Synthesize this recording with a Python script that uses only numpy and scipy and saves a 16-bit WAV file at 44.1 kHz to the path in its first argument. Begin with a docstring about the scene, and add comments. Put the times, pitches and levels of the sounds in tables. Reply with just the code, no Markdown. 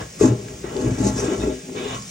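"""A short scrape and small knocks come first, over a steady hiss and hum; hard knocks follow from 0.2 s. Hard
pieces of cut seed are dropped into a plastic tub, stirred by hand and scooped up in a kitchen. Each knock rings
the low notes (modes) of the tub; strong knocks also open with a thud. Scrapes are noise through the wall's
resonances, clicks are bright noise bursts, the room is shaped noise. A few pieces strike the wall, which rings
out a fading note, and dry ticks are very short noise bursts."""
import sys
import numpy as np
from scipy import signal
from scipy.fft import rfft, irfft, next_fast_len
from scipy.io import wavfile
from scipy.ndimage import uniform_filter1d, map_coordinates

SR = 44100
rng = np.random.default_rng(int(sys.argv[2]) if len(sys.argv) > 2 else 0)


def store_pcm(level_fs):
    """Save levels as 16-bit WAV."""
    pcm = np.round(np.clip(level_fs, -1, 1) * 32767).astype(np.int16)
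    wavfile.write(sys.argv[1], SR, np.atleast_2d(pcm).T)


N = 92610  # length in samples: 2.1 s

# Steady hum and hiss of the kitchen, relative spectrum: (frequency [Hz], level [dB per Hz])
ROOM_SPECTRUM = [(20, -13), (40, -3.5), (120, -7.5), (157, 10.5), (260, -13), (620, -8.5), (1000, -24.5),
                 (2350, -12), (4000, -17.5), (6400, -9.5), (10000, -20), (15800, -21.5)]
# The stirring hand: (time [s], small knocks before SMALL_DB [dB], scrape [dB], clicks [dB],
# boom of the tub floor before a fixed lift [dB], favoured pitch [Hz])
STIRRING = [(0, -31, -26.5, -42, 0.5, 410), (0.078, -63, -47.5, -50.5, 13, 244),
            (0.184, -41.5, -50.5, -43.5, -2, 294), (0.215, -37.5, -25.5, -26.5, -3, 370),
            (0.293, -17.5, -31, -39.5, 1, 290), (0.353, -31.5, -45.5, -51, -8, 334),
            (0.63, -45, -47, -48, 8.5, 350), (0.643, -34, -35, -63, -3, 337),
            (.77, -25, -36, -43.5, -12, 355), (0.862, -26.5, -33.5, -41, 0, 336),
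            (0.932, -27.5, -36.5, -45, 1.5, 260), (1.063, -19, -32, -30, -8, 273),
            (1.15, -30.5, -36, -40, 1.5, 240), (1.184, -20.5, -29.5, -33, -9, 410),
            (1.333, -26, -28, -37, -15.5, 375), (1.387, -29, -38, -42, 3, 235),
            (1.433, -20.5, -29.5, -37.5, -4.5, 306), (1.521, -23.5, -41.5, -46.5, -13.5, 420),
            (1.599, -45, -51.5, -47.5, -29, 294), (1.74, -32, -51.5, -49, -16, 350),
            (1.764, -26, -35, -45, -29, 390), (1.95, -38, -32.5, -40.5, 4, 225),
            (2.011, -41.5, -49, -39.5, -2, 194), (2.1, -67, -52, -39.5, 16, 200)]
# Broad part of the scrape, relative spectrum: (frequency [Hz], level [dB per Hz])
SCRAPE_SPECTRUM = [(500, -0.5), (800, -2.5), (2500, -19), (3900, -21.5), (5000, -43.5)]
# Resonances of the scraped wall: (frequency [Hz], relative level [dB])
WALL_RESONANCES = [(1090, 3), (1350, -0.5), (1630, -3.5), (1955, -7), (2290, -5.5), (2560, -5), (2820, -10),
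                   (2970, -8), (3460, -10), (3705, -10)]
# Clicks of piece on piece, relative spectrum: (frequency [Hz], level [dB per Hz])
CLICK_SPECTRUM = [(3500, -13.5), (4700, -4.5), (6200, 1.5), (7300, 2), (8800, -10), (11000, -7),
                  (15800, -50.5)]
# Modes of the tub: (frequency [Hz], relative level [dB], time to fall by 60 dB [s])
TUB_MODES = [(61, -10, 0.32), (119.7, 1.5, 0.14), (160.1, -12.5, 0.72), (202.6, -1.5, 0.34),
             (261.4, 2.5, 0.17), (310.5, 5, 0.064), (379.7, 1, 0.17), (407, -1.5, 0.16), (482.9, -5, 0.24),
             (618.7, -8.5, 0.16), (846.7, -11.5, 0.16)]
# Pieces striking the wall, each ringing out one note: (time [s], frequency [Hz], level [dB])
WALL_PINGS = [(.001, 1670, -38.5), (0.193, 1192, -40.5), (0.232, 1052, -29), (.643, 1930, -39.5),
              (1.181, 5550, -32), (1.195, 6060, -31), (1.399, 3684, -34.5), (1.932, 1094, -31.5)]
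# The strongest knocks: (time [s], thud level before the ports [dB], favoured pitch [Hz])
STRONG_KNOCKS = [(0.211, -6.5, 383), (0.2176, -7.5, 379), (0.232, -8, 256), (0.239, -7.5, 332),
                 (0.251, -14, 274), (0.26, -13.5, 276), (0.283, -15, 295), (0.642, -22, 351),
                 (.823, -21.5, 262), (0.843, -18, 284), (.859, -15.5, 319), (0.874, -20.5, 400),
                 (.895, -20, 363), (0.917, -18, 137), (1.005, -17, 269), (1.052, -22, 260),
                 (1.067, -17, 277), (1.164, -18.5, 250.5), (1.222, -23.5, 394), (1.282, -17, 314),
                 (1.318, -20.5, 361), (1.397, -19.5, 310), (1.433, -19, 259), (1.472, -18.5, 382),
                 (1.767, -26, 370), (1.806, -25, 373), (1.854, -25, 402)]
# Dry ticks of one piece on another: (time [s], centre frequency [Hz], level [dB])
DRY_TICKS = [(0.484, 2000, -33), (0.766, 3800, -31), (1.694, 630, -32.5)]
# The two microphone ports: (frequency [Hz], likeness [0-1], left phase lead [radians], left minus right [dB])
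PORT_RESPONSE = [(130, 1, 0, .7), (350, .99, 0, 4), (480, .85, .5, 5), (750, .5, 1.9, 3), (1050, .4, 3, -4),
                 (1300, .15, 5, 1), (1900, .85, 6.28, -.5), (2800, .15, 5.3, -1.5), (4500, .3, 5.2, 0),
                 (5500, .78, 6.9, .4), (9000, .6, 8.2, .3), (10300, 1, 3 * np.pi, 0),
                 (14300, 1, 3 * np.pi, 0), (15800, .4, 10.3, 0)]

ROOM_DB = -40.5
WALL_WIDTH_HZ, WALL_WANDER_DB = 30, 3
LIFT_S, LIFT_BRIGHT = 1.5, 2.6  # from this time scooping up adds this much upper scrape
CLICK_PER_S, CLICK_T60_S, CLICK_SPREAD_DB = 250, 0.05, 3
CLICK_BED = 1  # steady part that the room smears, next to bursts of average strength 1
FAVOUR_OCT = 0.58  # distance from the favoured pitch where a mode is 6 dB weaker [octaves]
SCATTER_DB = 3.5  # random difference from blow to blow
CONTACT_S = 0.0022  # time constant of a soft start
BOOM_HZ = 140  # modes below this follow the boom level
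SMALL_DB, SMALL_PER_S, SMALL_SPREAD_DB = -11, 400, 2.5
PING_T60_S, PING_T60_HZ = 0.33, 1210  # fall time at this pitch; higher notes fade sooner
PING_ROUGH = 0.89  # share of random flutter in a ringing note
KNOCK_DB, BOOM_DB = -12.5, 5.5  # offsets of the lasting ring under the thud
THUD_T60_S, THUD_RISE_S = 0.053, 0.0027  # damped by the heap of pieces
LOW_CUT_HZ, TOP_HZ = 42, 15850
CEILING = 0.93  # soft limit, full scale is 1


def amp(db):
    """Turn decibels into a plain multiplier."""
    return 10 ** (np.asarray(db) / 20)


def unit(x):
    """Scale a signal to an average (RMS) strength of 1."""
    return x / np.sqrt(np.mean(x ** 2) + 1e-20)


def along(points, hz):
    """Read table columns between their frequencies, on a log axis."""
    table_hz, *columns = np.transpose(points)
    return [np.interp(np.log(hz + 1), np.log(table_hz + 1), column) for column in columns]


def filtered(x, response):
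    """Multiply the spectrum of x by a function of frequency."""
    size = next_fast_len(N + SR // 2)
    spectrum = rfft(x, size) * response(np.fft.rfftfreq(size, 1 / SR))
    return irfft(spectrum, size)[..., :N]


def hand(column, s=None):
    """Read one stirring column at given times, or once per sample."""
    rows = np.array(STIRRING)
    times = np.arange(N) / SR if s is None else s
    return np.interp(times, rows[:, 0], rows[:, column])


def patchy(patchy_db, size=256):
    """Make two noises that share patches of random gain in time and pitch."""
    noise = signal.stft(rng.standard_normal((2, N)), nperseg=size)[2]
    across_pitch = uniform_filter1d(rng.standard_normal(noise.shape[1:]), 3, 0)
    patches = uniform_filter1d(across_pitch, 8, 1)
    return signal.istft(noise * amp(patchy_db * unit(patches)), nperseg=size)[1][:, :N]


def chance_times(per_s):
    """Pick irregular moments, each with a random size around zero, at most 2."""
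    draw = rng.random((1000, 2))
    s = np.cumsum(-np.log(draw[:, 0]) / per_s)
    inside = s < N / SR
    return s[inside], np.minimum(-np.log(draw[inside, 1]) - 1, 2)


def room():
    """Steady kitchen hum and hiss: noise with a fixed spectrum."""
    shaped = filtered(patchy(patchy_db=-0.5), lambda f: amp(along(ROOM_SPECTRUM, f)[0]))
    return amp(ROOM_DB) * unit(shaped)


def scrape():
    """Pieces slide along the wall: rubbing noise excites its resonances."""
    x = filtered(patchy(patchy_db=1.5), lambda f: amp(along(SCRAPE_SPECTRUM, f)[0]))
    for hz, db in WALL_RESONANCES:
        # each resonance comes and goes as the hand damps the wall: 13 random points per second
        wander = map_coordinates(rng.standard_normal(30), [np.arange(N) * 13 / SR])
        rubbing = amp(db + WALL_WANDER_DB * wander) * rng.standard_normal((2, N))
        peak = lambda f: 1j * f * WALL_WIDTH_HZ / (hz * hz - f * f + 1j * f * WALL_WIDTH_HZ)
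        x = x + filtered(rubbing, peak)
    upper = filtered(x, lambda f: 1 / (1 + (2400 / (f + 1)) ** 4))
    lifting = np.arange(N) > LIFT_S * SR
    return amp(hand(2)) * unit(x + LIFT_BRIGHT * upper * lifting)


def bursts(per_s, spread_db, t60):
    """Sudden irregular contacts, each dying away, as one envelope."""
    s, size = chance_times(per_s)
    hits = np.bincount((s * SR).astype(int), amp(spread_db * size), N)
    fade = amp(-60 * np.arange(SR // 5) / SR / t60)
    return unit(signal.fftconvolve(hits, fade)[:N])


def clicks():
    """Pieces tick against each other: short bright noise bursts over their own smear."""
    level = CLICK_BED + bursts(CLICK_PER_S, CLICK_SPREAD_DB, CLICK_T60_S)
    noise = level * patchy(patchy_db=3.0, size=512)
    return amp(hand(3)) * unit(filtered(noise, lambda f: amp(along(CLICK_SPECTRUM, f)[0])))


def ring(s, db, pitch_hz, boom_db, push):
    """Blows set off fading tub modes, heard on a direct and an unrelated path."""
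    out, t = np.zeros((2, N)), np.arange(SR // 2) / SR
    draw = rng.standard_normal((len(s), len(TUB_MODES), 2))
    at = np.clip(np.round(s * SR).astype(int), 0, N - 1)
    direct_sign = np.sign(draw[:, 0, 1] + push)  # a large push makes all blows go inward
    for k, (hz, level_db, t60) in enumerate(TUB_MODES):
        # modes under 550 Hz weaken away from the favoured pitch
        near_db = -6 * (np.log2(hz / pitch_hz) / FAVOUR_OCT) ** 2 * (hz < 550)
        place_db = boom_db if hz < BOOM_HZ else near_db
        size = amp(db + level_db + SCATTER_DB * draw[:, k, 0] + place_db)
        blows = np.array([np.bincount(at, size * w, N) for w in (direct_sign, draw[:, k, 1])])
        mode = amp(-60 * t / t60) * np.sin(2 * np.pi * hz * t) * (1 - np.exp(-t / CONTACT_S))
        out += signal.fftconvolve(blows, mode[None], axes=1)[:, :N]
    return out


def small_knocks():
    """Many small blows ring the tub while the hand stirs."""
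    s, size = chance_times(SMALL_PER_S)
    pitch_hz = hand(5, s) * np.exp(0.14 * rng.standard_normal(1000)[:len(s)])
    db = hand(1, s) + SMALL_DB + SMALL_SPREAD_DB * size
    return ring(s, db, pitch_hz, hand(4, s) + 4, push=0)


def pings():
    """A piece strikes the wall and one note rings: a fading sine with random flutter in its level."""
    out, t = np.zeros((2, N + SR)), np.arange(SR // 3) / SR
    for s, hz, db in WALL_PINGS:
        rough = PING_ROUGH * unit(uniform_filter1d(rng.standard_normal((2, len(t))), 150))
        phase = 2 * np.pi * (hz * t + rng.random((2, 1)))
        t60 = PING_T60_S * (PING_T60_HZ / hz) ** 0.43
        fade = amp(db - 60 * t / t60) * (1 - np.exp(-t / CONTACT_S))
        start = round(s * SR)
        out[:, start:start + len(t)] += fade * (1 + rough) * np.sin(phase)
    return out[:, :N]


def thuds(s, db, pitch_hz):
    """A few damped cycles at the favoured pitch open every strong knock."""
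    out, t = np.zeros((2, N + SR)), np.arange(SR // 5) / SR
    shape = amp(-60 * t / THUD_T60_S) * (1 - np.exp(-t / THUD_RISE_S))
    shape = shape / shape.max()
    for at, level_db, hz in zip(np.round(s * SR).astype(int), db, pitch_hz):
        out[0, at:at + len(t)] += amp(level_db) * shape * np.sin(2 * np.pi * hz * t)  # direct path only
    return out[:, :N]


def strong_knocks():
    """Hard blows: a short thud with the longer ring of the tub under it."""
    s, db, pitch_hz = np.transpose(STRONG_KNOCKS)
    lasting = ring(s, db + KNOCK_DB, pitch_hz, hand(4, s) + BOOM_DB, push=10)
    return lasting + thuds(s, db, pitch_hz)


def ticks():
    """One piece hits another: broad noise that falls by 60 dB in 20 ms."""
    out, t = np.zeros((2, N)), np.arange(SR // 20) / SR
    for s, hz, db in DRY_TICKS:
        band = signal.butter(2, [hz / 2, hz * 1.5], "band", fs=SR)
        burst = signal.lfilter(*band, rng.standard_normal((2, len(t))))
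        start = round(s * SR)
        out[:, start:start + len(t)] += amp(db - 60 * t / 0.02) * unit(burst)
    return out[:, :N]


def ports(f):
    """Mix the direct and unrelated paths into left and right, by frequency."""
    alike, lead, balance_db = along(PORT_RESPONSE, f)
    turn = np.arccos(np.clip(alike, 0, 1)) / 2  # more of the unrelated path makes the sides less alike
    left = amp(balance_db / 2) * np.exp(0.5j * lead)
    right = amp(-balance_db / 2) * np.exp(-0.5j * lead)
    return np.array([[left * np.cos(turn), left * np.sin(turn)],
                     [right * np.cos(turn), -right * np.sin(turn)]])


def scene():
    """Add all sources and pass them through the two ports."""
    tub = small_knocks() + strong_knocks()
    pieces = scrape() + clicks() + pings() + ticks()
    return filtered(room() + tub + pieces, ports).sum(axis=1)


def record(dry):
    """Cut the deep bass, round off the highest peaks and remove the top treble."""
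    x = filtered(dry, lambda hz: 1 / (1 + (LOW_CUT_HZ / (hz + 1)) ** 4))
    x = x / (1 + np.abs(x / CEILING) ** 6) ** (1 / 6)
    return filtered(x, lambda hz: hz < TOP_HZ)


dry = scene()
out = record(dry)
store_pcm(out)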